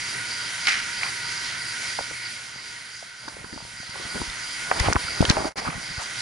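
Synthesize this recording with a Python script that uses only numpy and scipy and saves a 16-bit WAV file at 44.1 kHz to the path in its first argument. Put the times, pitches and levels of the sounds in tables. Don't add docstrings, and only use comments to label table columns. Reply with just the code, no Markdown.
import sys
import numpy as np
from scipy import signal
from scipy.fft import rfft, irfft, next_fast_len
from scipy.io import wavfile
from scipy.ndimage import uniform_filter1d

SR = 44100
rng = np.random.default_rng(int(sys.argv[2]) if len(sys.argv) > 2 else 0)


def materialize(psi):
    bounded = np.clip(np.atleast_2d(psi).T, -1, 1)
    quanta = np.round(bounded * 32767).astype(np.int16)
    wavfile.write(sys.argv[1], SR, quanta)


def boost_factor(decibels):
    exponent = np.asarray(decibels, float) / 20
    return 10 ** exponent


N = 273861
T = np.arange(N) / SR
M = next_fast_len(N + SR // 4)
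F = np.fft.rfftfreq(M, 1 / SR) + 1
SIDE = np.array([[.5], [-.5]])


def curve(table):
    s, level = np.transpose(table)
    return np.interp(T, s, level)


def along(table):
    hz, *columns = np.transpose(table)
    return [np.interp(np.log(F), np.log(hz), c) for c in columns]


def unit(x):
    return x / np.sqrt(np.mean(x ** 2))


def ramp(s, length):
    return np.clip((T - s) / length, 0, 1)


def lopsided(u, rise, fall):
    return np.exp(-(u / np.where(u < 0, rise, fall)) ** 2)


def modes(table):
    return sum(boost_factor(db) ** 2 / (1 + (2 * (F - hz) / width) ** 2) ** 2 for hz, width, db in table)


def shaped(x, power):
    return irfft(rfft(x, M) * np.sqrt(power), M)[..., :N]


def walk(rate):
    k = int(SR / rate)
    held = np.repeat(rng.standard_normal(N // k + 1), k)
    return unit(uniform_filter1d(held, k)[:N])


def noises():
    return rng.standard_normal((3, N))


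def band_noise(grit, low_hz, high_hz, order=2):
    band = signal.butter(order, [low_hz, high_hz], "band", fs=SR, output="sos")
    return signal.sosfilt(band, grit)


def add(out, s, sound):
    i = max(int(s * SR), 0)
    out[..., i:i + sound.shape[-1]] += sound[..., :N - i]


# (frequency [Hz], coherence [0-1], left leads [rad], left minus right [dB])
PORT_PAIR = [(29.6, 1, 0.19, -22), (120, 0.98, -0.23, 4.5), (250, 0.93, -0.84, 0), (500, 1, -1.64, -0.5),
             (970, 0.03, -1.04, -2), (1580, 0.74, -0.54, -4), (2230, 0.6, -0.88, -1),
             (3200, 0.61, -0.25, -3), (5240, 0.94, -0.41, -2), (8450, 0.2, 1, 0), (9750, 0.99, 0.89, 0)]


def ports(shared, left, right):
    like, lead, pan_db = along(PORT_PAIR)
    like = np.clip(like, 0, 1)
    turn = np.array([np.exp(.5j * lead), np.exp(-.5j * lead)])
    both = np.sqrt(like) * rfft(shared, M) * turn
    both = both + np.sqrt(1 - like) * rfft([left, right], M)
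    return irfft(both * boost_factor(SIDE * pan_db), M)[:, :N]


# (frequency [Hz], density [dB per Hz])
WATER_HISS = [(12, -51), (20, -21.5), (117, -11), (198, -13), (327, -11.5), (781, -16.5), (939, -14.5),
              (1190, -13.5), (1470, -3), (1680, -9), (1960, -7), (3420, -13), (4810, -8.5), (7740, -18.5),
              (10900, -14), (14200, 40), (22000, -120)]
# (frequency [Hz], width [Hz], level over the hiss [dB])
CASING_MODES = [(121, 22, 7), (184, 90, -2.5), (942, 24, 7), (1060, 12, -1), (721, 14, 4), (2500, 25, 1.5),
                (2820, 14, 2), (1527, 71, 1), (1570, 14, -12), (1912, 150, 4), (2000, 110, 4.5),
                (2128, 130, 5), (2250, 200, 1.5), (3177, 250, 2.5), (6820, 2000, -3.5), (9450, 420, 3),
                (11190, 1600, 3.5)]
RING_DB = -.5
HUM_DB, HUM_NEARER_DB = -4.5, -0.5
CROSS_S, CROSS_LENGTH_S = 2.9, 0.43


def casing_hiss():
    hum_db = HUM_DB + HUM_NEARER_DB * ramp(CROSS_S, CROSS_LENGTH_S)
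    smooth = boost_factor(along(WATER_HISS)[0]) ** 2
    scale = 1 / np.sqrt(np.mean(smooth * (F > 5600) * (F < 9000)))
    noise = rfft(ports(*noises()), M) * np.sqrt(smooth * (1 + modes(CASING_MODES)))
    swell, out = walk(12), 0
    for hz in 25 * 2 ** np.arange(0, 9, .5):
        band = np.clip(1 - np.abs(2 * np.log2(F / hz)), 0, 1)
        share_db = hum_db if hz < 700 else RING_DB if hz < 3500 else 0
        flicker_db = .5 * swell + 1.27 * walk(14)
        out = out + boost_factor(share_db + flicker_db) * irfft(noise * band, M)[:, :N]
    return scale * out


# (frequency [Hz], width [Hz], level [dB])
BEARING_MODES = [(4820, 53, -1), (4780, 260, 2.5), (4950, 90, 0), (5200, 100, -7), (4315, 60, -2.5),
                 (4630, 70, 1)]
# (from time [s], a rasp begins at [s])
BEAT_PHASE = [
    (0, -.055),
    (3.3, 3.435),
    (4.84, 4.66),
    (4.96, 5.045),
    (5.3, 5.34),
    (5.545, 5.5),
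    (5.72, 5.815),
    (6.0, 5.93),
    (6.065, 5.82),
    (6.09, 6.16),
]
BEAT_HZ = 3.105
RASP_SAG_DB = -3.5


def bearing_rasp():
    phase = np.array(BEAT_PHASE)
    start = phase[np.searchsorted(phase[:, 0], T, side="right") - 1, 1]
    turn = (T - start) * BEAT_HZ % 1
    beat = np.clip(turn / .07, 0, 1) * np.clip((.72 - turn) / .22, 0, 1)
    beat = beat * boost_factor(1.5 * walk(40) + RASP_SAG_DB * (turn - 0.28))
    return beat * unit(shaped(ports(*noises()), modes(BEARING_MODES)))


# (frequency [Hz], level [dB rms])
MOTOR_TONES = [(118.4, -56), (946, -54.5), (1453, -46), (2164, -49), (2320, -52.5), (2805, -67)]
TONE_WAVER_DB, TONE_WANDER = 4, .002


def motor_tones():
    tones = np.zeros(N)
    for hz, db in MOTOR_TONES:
        level = boost_factor(db + 1 + TONE_WAVER_DB * walk(11))
        cycles = np.cumsum(hz * (1 + TONE_WANDER * walk(12))) / SR
        tones += level * np.sin(2 * np.pi * cycles)
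    return ports(tones, tones, tones)


# (time [s], level [dB])
PLANT_LEVEL = [(0.0, -41), (1.61, -41.5), (1.89, -40.5), (2.06, -44), (3.08, -51.5), (3.54, -52.5),
               (3.92, -48), (4.22, -43), (4.7, -42.5), (5.02, -41), (5.18, -41.5), (5.35, -42.5),
               (5.65, -46), (5.95, -46), (6.05, -44.5), (6.21, -42.5)]


def pumps():
    sources = boost_factor(0.27) * casing_hiss() + boost_factor(4.0) * bearing_rasp() + boost_factor(39.0) * motor_tones()
    return boost_factor(curve(PLANT_LEVEL)) * sources


# (time [s], peak [dB], room t60 [s])
TOOL_IMPACTS = [
    (0.6525, -19, 0.14),
    (0.6705, -7.5, 0.39),
    (0.683, -13, 1),
    (.719, -25, 0.49),
    (1.034, -22, 0.28),
    (1.062, -29, 0.82),
]
# (frequency [Hz], width [Hz], level [dB])
TOOL_MODES = [(800, 130, -18.5), (1400, 240, -4.5), (2160, 700, -0.5), (2910, 1140, -11),
              (4230, 1500, -13.5), (5430, 2100, -15.5), (8100, 7800, -24.5)]
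FLUTTER_S, FLUTTER_SHARE, FLUTTER_SLAP_S = .0118, .8, .004


def clatter():
    drive, t = np.zeros(N), T[:SR]
    slaps = 1 + FLUTTER_SHARE * np.exp(-(t % FLUTTER_S) / FLUTTER_SLAP_S)
    for s, db, t60 in TOOL_IMPACTS:
        decay = boost_factor(-60 * t / t60) + boost_factor(-60 * t / 0.052)
        add(drive, s, boost_factor(db - 2.5) * slaps * decay)
    noise = noises() * boost_factor(walk(300))
    return ports(*shaped(drive * noise, modes(TOOL_MODES)))


TAP_PAN_DB, TAP_PAN_DB_OCT = -1, -1.5
TAP_LEAD_RAD, TAP_LEAD_RAD_OCT = -1.3, -0.051


def rings(table):
    out, t = np.zeros((2, N)), T[:SR // 20]
    for s, db, hz, cycles in table:
        u = t * hz / cycles
        lead = TAP_LEAD_RAD + TAP_LEAD_RAD_OCT * np.log2(hz / 600)
        ring = np.sin(2 * np.pi * hz * t + SIDE * lead)
        add(out, s, boost_factor(db - 1.5 * SIDE) * (u * np.exp(1 - u)) ** 2.43 * ring)
    return out


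# (time [s], peak [dB], ring [Hz], cycles to full swing)
TOOL_RINGS = [(0.6526, -22, 2100, 1), (0.6703, -8, 2600, 0.55), (.6712, -13, 4300, 2), (.672, -13, 2250, 4),
              (.6765, -18, 2200, 3), (0.6824, -9, 2000, 0.87), (0.6848, -12, 2100, .8),
              (0.6868, -13, 2600, 2), (.688, -17, 5000, 5), (.6915, -17, 3900, 4), (.693, -19, 5900, 4),
              (0.7025, -16, 1900, 2), (0.7225, -17, 2300, 3), (0.741, -19, 1900, 1.5),
              (0.754, -19, 1900, 2), (1.1035, -25, 2000, 3)]


def bounces():
    return rings(TOOL_RINGS)


# (time [s], effort [dB])
GRIP_EFFORT = [(3.2, -49), (3.48, -50), (3.85, -60.5), (4.02, -41.5), (4.31, -48.5), (4.55, -61),
               (4.75, -32.5), (4.88, -27), (5.02, -45), (5.2, -38), (5.37, -30), (5.62, -35.5), (5.72, -41),
               (5.94, -50.5), (6.21, -48)]
RUMBLE_DB, RUMBLE_SLOPE = -49.5, 0.74


def rub():
    rustle_db = curve(GRIP_EFFORT)
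    rumble_db = RUMBLE_DB + RUMBLE_SLOPE * (rustle_db + 44.5)
    on = ramp(GRIP_EFFORT[0][0], 0.043)
    slow = ports(*noises() * boost_factor(4.0 * walk(40)))
    quick = ports(*noises() * boost_factor(2.0 * walk(230)))
    rumble = unit(shaped(slow, modes([(70, 210, 8.1), (175, 79, 6.7)])))
    rustle = unit(shaped(quick, modes([(284, 660, -34), (800, 1260, 19), (1900, 1200, -29.5)])))
    return on * (boost_factor(rumble_db) * rumble + boost_factor(rustle_db) * rustle)


# (time [s], length [s],
# level [dB], centre [Hz])
SKIN_DRAGS = [(1, 0.12, -36, 1070), (2.551, 0.018, -48.5, 402), (1.995, 0.021, -37, 560),
              (2.107, 0.015, -38.5, 380), (3.277, 0.011, -39.5, 250), (3.526, 0.026, -38.5, 196),
              (3.947, 0.024, -44, 500), (4.043, 0.037, -49, 148), (4.137, 0.056, -34, 237),
              (4.138, 0.034, -37, 800), (4.191, 0.038, -34.5, 199), (4.268, 0.023, -43, 100),
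              (4.786, 0.028, -28.5, 1860), (4.838, 0.049, -27.5, 1400), (4.862, 0.047, -25, 120),
              (5.209, 0.023, -22, 148), (5.289, 0.033, -22.5, 1400), (5.566, 0.041, -41, 170),
              (5.565, 0.042, -33, 1300), (5.642, 0.06, -31, 1070), (5.665, 0.034, -31.5, 146),
              (5.745, 0.052, -43, 108), (5.965, 0.083, -36, 910), (6.004, 0.046, -37, 4940),
              (6.165, 0.12, -39, 5300)]


def scrapes():
    out, t = np.zeros((2, N)), T[:SR // 8]
    for s, length, db, hz in SKIN_DRAGS:
        grit = rng.standard_normal((2, len(t)))
        drag = np.sin(np.pi * np.clip(t / length, 0, 1))
        noise = band_noise(grit[0] + 1.37 * SIDE * grit[1], 0.64 * hz, 1.92 * hz)
        add(out, s, boost_factor(db) * drag * unit(noise))
    return out


# (time [s], peak [dB], push length [s], left minus right [dB])
SHELL_PUSHES = [(2.011, -37, 0.0035, -1), (2.119, -36, 0.0025, 1), (2.562, -39.5, 0.0023, 2),
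                (3.346, -39, 0.0056, 1.5), (3.445, -32, 0.0022, 2), (3.528, -30, 0.0022, 5),
                (3.568, -39, 0.0053, 9), (3.626, -36, 0.0022, 5), (3.649, -37, 0.0038, 5.5),
                (3.802, -34, 0.0016, 8), (3.894, -38, 0.0025, 10), (4.055, -32, 0.0037, 4),
                (4.152, -29, 0.0039, 1), (4.218, -25.5, 0.0061, 2), (4.287, -28.5, 0.0099, 0),
                (4.8098, -11, 0.0063, 5.5), (4.872, -19, 0.0044, 2), (4.893, -17, .005, 4),
                (4.962, -8.5, 0.0051, 7), (5.231, -20, 0.0049, 5), (5.286, -18, 0.0043, 2),
                (5.39, -27, .005, 2), (5.671, -31, 0.0054, 3), (5.759, -28, 0.0059, 2),
                (5.982, -24.5, .0041, 1)]


def thumps():
    out, t = np.zeros((2, N)), T[:SR // 8]
    for s, db, length, pan_db in SHELL_PUSHES:
        u = (t - .04 - 0.00081 * SIDE) / np.clip(0.54 * length, .001, .012)
        swing = np.exp(-u ** 2) - 0.62 * np.exp(-(u / 1.7 - 1.0) ** 2)
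        add(out, s - .04, boost_factor(db + SIDE * pan_db) * swing)
    return out


# (time [s], peak [dB], ring [Hz])
LIGHT_TAPS = [(1.989, -21, 562), (3.025, -32, 680), (3.277, -37, 300), (3.284, -32, 900),
              (3.3655, -32, 454), (3.44, -32.5, 404), (3.447, -34, 970), (3.463, -41, 200), (3.6, -39, 250),
              (3.56, -29, 262), (3.579, -33, 900), (3.614, -35, 900), (3.829, -35, 750),
              (3.526, -30.5, 1800), (3.997, -28.5, 350), (4.154, -39, 553), (4.161, -34, 380),
              (4.165, -23, 281), (4.176, -28, 1480), (4.2, -26, 298), (4.214, -21, 328), (6.0, -29, 1100),
              (6.017, -29, 890)]
LIGHT_CRACK_DB = -18
# (time [s], peak [dB], ring [Hz], bright crack [dB])
FIRM_KNOCKS = [(4.716, -14.5, 902, -15), (4.722, -21, 800, -15), (4.799, -15, 2020, -12),
               (4.85, -24, 1080, -6), (4.871, -22, 930, -14), (4.899, -17, 366, -6), (4.966, -20, 500, -25),
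               (4.965, -10.5, 976, -21), (5.2437, -13.5, 396, -29), (5.297, -20, 405, -20),
               (5.37, -24, 613, -25), (5.393, -21, 790, -20), (5.402, -25, 590, -20),
               (5.443, -20, 790, -14), (5.451, -20, 294, -24), (5.455, -24, 600, -24),
               (5.649, -24, 900, -15), (5.664, -23.5, 900, -20), (5.703, -24, 1160, -8),
               (5.728, -27, 1300, -13)]
CRACK_BAND = [1360, 2410]


def taps():
    out, t = np.zeros((2, N)), T[:SR // 8]
    force = t / .0013 * np.exp(1 - t / .0013)
    force = force + 0.1 * boost_factor(-60 * t / 0.24) * np.clip(t / 0.0081, 0, 1)
    light = [(*row, LIGHT_CRACK_DB) for row in LIGHT_TAPS]
    for s, db, hz, crack_db in light + list(FIRM_KNOCKS):
        octaves = np.log2(hz / 600)
        pan_db = TAP_PAN_DB + TAP_PAN_DB_OCT * octaves
        lead = TAP_LEAD_RAD + TAP_LEAD_RAD_OCT * octaves
        grit = rng.standard_normal((2, len(t)))
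        grit = grit[0] + 1.2 * SIDE * grit[1]
        knock = unit(band_noise(grit, .45 * hz, 1.55 * hz, order=3))
        crack = unit(band_noise(grit, *CRACK_BAND, order=3))
        tone = np.sin(2 * np.pi * hz * t + SIDE * lead)
        ring = 0.71 * tone + 0.3 * knock + 0.59 * boost_factor(crack_db) * crack
        add(out, s + 0.0013, boost_factor(db + SIDE * pan_db) * force * ring)
    return out


# (time [s], peak [dB], centre [Hz], length [s])
PLASTIC_CLICKS = [(0.651, -20, 4600, .003), (0.6705, -15, 5000, .003), (6.2045, -16, 4700, .003),
                  (3.281, -25, 4520, 0.003), (3.285, -22.5, 4790, 0.003), (3.543, -28, 4940, 0.003),
                  (3.9, -26, 5100, 0.003), (4.3, -17, 4300, .002), (4.797, -15, 4700, 0.003),
                  (4.7997, -9, 5400, 0.003), (4.798, -13.5, 10400, .0012), (4.9317, -5, 5400, 0.0019),
                  (4.93, -10, 1700, .004), (5.21, -13, 2800, 0.0024), (5.2158, -9, 4800, 0.0016),
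                  (5.2157, -25, 8800, .001), (5.2518, -5.5, 3200, 0.003), (5.2515, -11, 5600, .001),
                  (5.2535, -10, 1500, 0.0035), (5.291, -5.5, 1650, 0.0039), (5.2942, -9, 5030, 0.0013),
                  (5.2986, -3, 3980, 0.0054), (5.2988, -6, 6200, 0.0027), (5.2984, -6, 1630, 0.004),
                  (5.7, -20, 2100, 0.0052), (5.311, -16, 5200, 0.0062), (5.578, -21, 4900, 0.02),
                  (5.598, -22, 5200, 0.0027)]


def clicks():
    out, t = np.zeros((2, N)), T[:SR // 8]
    for s, db, hz, length in PLASTIC_CLICKS:
        grit = rng.standard_normal((2, len(t)))
        crack = band_noise(grit[0] + 1.44 * SIDE * grit[1], 0.83 * hz, min(1.18 * hz, SR / 3))
        burst = lopsided(t - .01, .2 * length, length)
        add(out, s - .01, boost_factor(db - 2.0) * burst * crack)
    return out


# (time [s], peak [dB])
BOTTLE_TAPS = [
    (5.3695, -16),
    (5.446, -27),
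    (5.456, -24),
    (5.47, -28),
]
# (frequency [Hz], level [dB], t60 [s])
BOTTLE_MODES = [(630, -2.5, 0.14), (788, -8, 0.17), (880, -12, 0.073), (395, -5, 0.045)]


def bottle():
    out, t = np.zeros((2, N)), T[:SR // 8]
    for s, db in BOTTLE_TAPS:
        for hz, mode_db, t60 in BOTTLE_MODES:
            decay = boost_factor(db + mode_db - 60 * t / t60)
            add(out, s, decay * np.sin(2 * np.pi * hz * t - 1.0 * SIDE))
    return out


def hand():
    handling = rub() + scrapes() + thumps() + taps() + clicks() + bottle()
    return shaped(handling, 1 / (1 + (45 / F) ** 4))


# (time [s], peak [dB], ring [Hz], cycles to full swing)
CLEAN_SNAPS = [(5.682, -29, 160, 1.5), (5.749, -30, 120, .5), (5.776, -35, 200, 1), (4.912, -22, 150, .4),
               (1.9882, -16, 830, 1.2), (1.99, -21, 1470, 2), (2.0078, -24, 500, 0.34),
               (3.28, -25.5, 980, 1.3), (3.2816, -25.5, 1520, 2.5), (3.445, -27, 1500, 1.3),
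               (3.577, -23, 900, 0.46), (3.6045, -27, 900, .4), (3.651, -33, 500, .3),
               (3.9565, -25.5, 1000, 1), (4.2158, -22, 950, 1.3), (1.0125, -19, 1840, 1),
               (1.0321, -11, 2250, 2.2), (1.0332, -23, 1300, 1), (4.7137, -8, 1900, 0.8),
               (4.714, -6, 805, 0.85), (4.7162, -5.5, 1400, 0.82), (4.7179, -19, 1000, 0.76),
               (4.9502, -13, 900, .7), (4.9537, -8.5, 263, 0.58), (5.044, -29.5, 110, 0.65),
               (5.081, -24, 1400, 6.5), (5.5577, -18, 604, 0.67), (5.655, -24, 1440, 3),
               (5.769, -33, 170, 0.42), (4.885, -6, 686, 0.69), (4.9267, -3.5, 1440, 0.5),
               (4.9278, -25, 1900, 0.89), (4.958, -1, 1700, 0.57), (4.9607, -13, 1900, 1.1),
               (4.9637, 0.5, 1100, 0.73), (5.226, -7, 610, 0.69), (5.2275, -15, 1100, .6),
               (5.2295, -18, 710, 0.44), (5.2458, -20, 400, .4), (5.2514, -10, 3200, .5),
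               (5.2525, -17.5, 3170, 6.6), (5.2518, -12, 1100, .3), (5.2998, -9, 5800, 1),
               (5.3104, -13, 3000, 1), (5.404, -19, 250, 0.37), (5.452, -20, 300, 0.46),
               (5.3687, -9.5, 1200, 0.32), (5.677, -17, 1200, 1.9), (5.6813, -23, 1300, 2.3)]


def snaps():
    return rings(CLEAN_SNAPS)


# (time [s], peak [dB], build-up [s], rebound [0-1])
SHELL_JOLTS = [
    (5.2078, -.5, .0012, .27),
    (5.3056, -2.5, .002, .1),
]


def jolts():
    out, u = np.zeros((2, N)), T[:SR // 20] - .02
    for s, db, build, rebound in SHELL_JOLTS:
        left = lopsided(u, build, .0004) - rebound * lopsided(u - .001, .0004, .005)
        right = .52 * lopsided(u + .0013, build / 2, .0006) - .5 * lopsided(u - .0003, .0006, .002)
        add(out, s - .02, boost_factor(db) * np.array([left, right]))
    return out


def scene():
    return pumps() + clatter() + bounces() + hand() + snaps() + jolts()


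# (time [s], depth [dB], hold [s])
LIMITER_DUCKS = [
    (4.935, -5, .01),
    (4.937, -5, 0.05),
    (5.2478, -18, 0.003),
    (5.603, -2, 0.035),
]
FADE_OUT_S, FADE_OUT_LENGTH_S, FADE_OUT_DB = 5.482, .02, -13
MUTE_S, MUTE_DB, MUTE_TAIL_S, MUTE_TAIL_DB = 5.5238, -14, .022, -40
UNMUTE_S, FADE_IN_LENGTH_S, UNMUTE_SHARE = 5.557, 0.016, 0.084


def gain():
    duck_db = np.zeros(N)
    for s, depth_db, hold in LIMITER_DUCKS:
        release = ramp(s + 0.66 * hold, 0.59 * hold)
        duck_db += depth_db * ramp(s, 0.001) * (1 - release)
    out_db = FADE_OUT_DB * ramp(FADE_OUT_S, FADE_OUT_LENGTH_S) + MUTE_DB * (T > MUTE_S)
    out_db = out_db + MUTE_TAIL_DB * ramp(MUTE_S, MUTE_TAIL_S) ** 3
    back = UNMUTE_SHARE + (1 - UNMUTE_SHARE) * ramp(UNMUTE_S, FADE_IN_LENGTH_S)
    return boost_factor(duck_db) * (boost_factor(out_db) + (T > UNMUTE_S) * back)


def top_cut(x):
    return signal.sosfilt(signal.butter(12, 11460, fs=SR, output="sos"), x)


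def record(dry):
    slope = np.clip((SR / 4 + 15 - F) / 60, 0, 1) ** 4
    leak = boost_factor(-45 - (F - SR / 4) / 30) ** 2 * (F > SR / 4)
    mix = shaped(np.clip(dry * gain(), -.97, .97), slope + leak)
    return top_cut(mix)


dry = scene()
out = record(dry)
materialize(out)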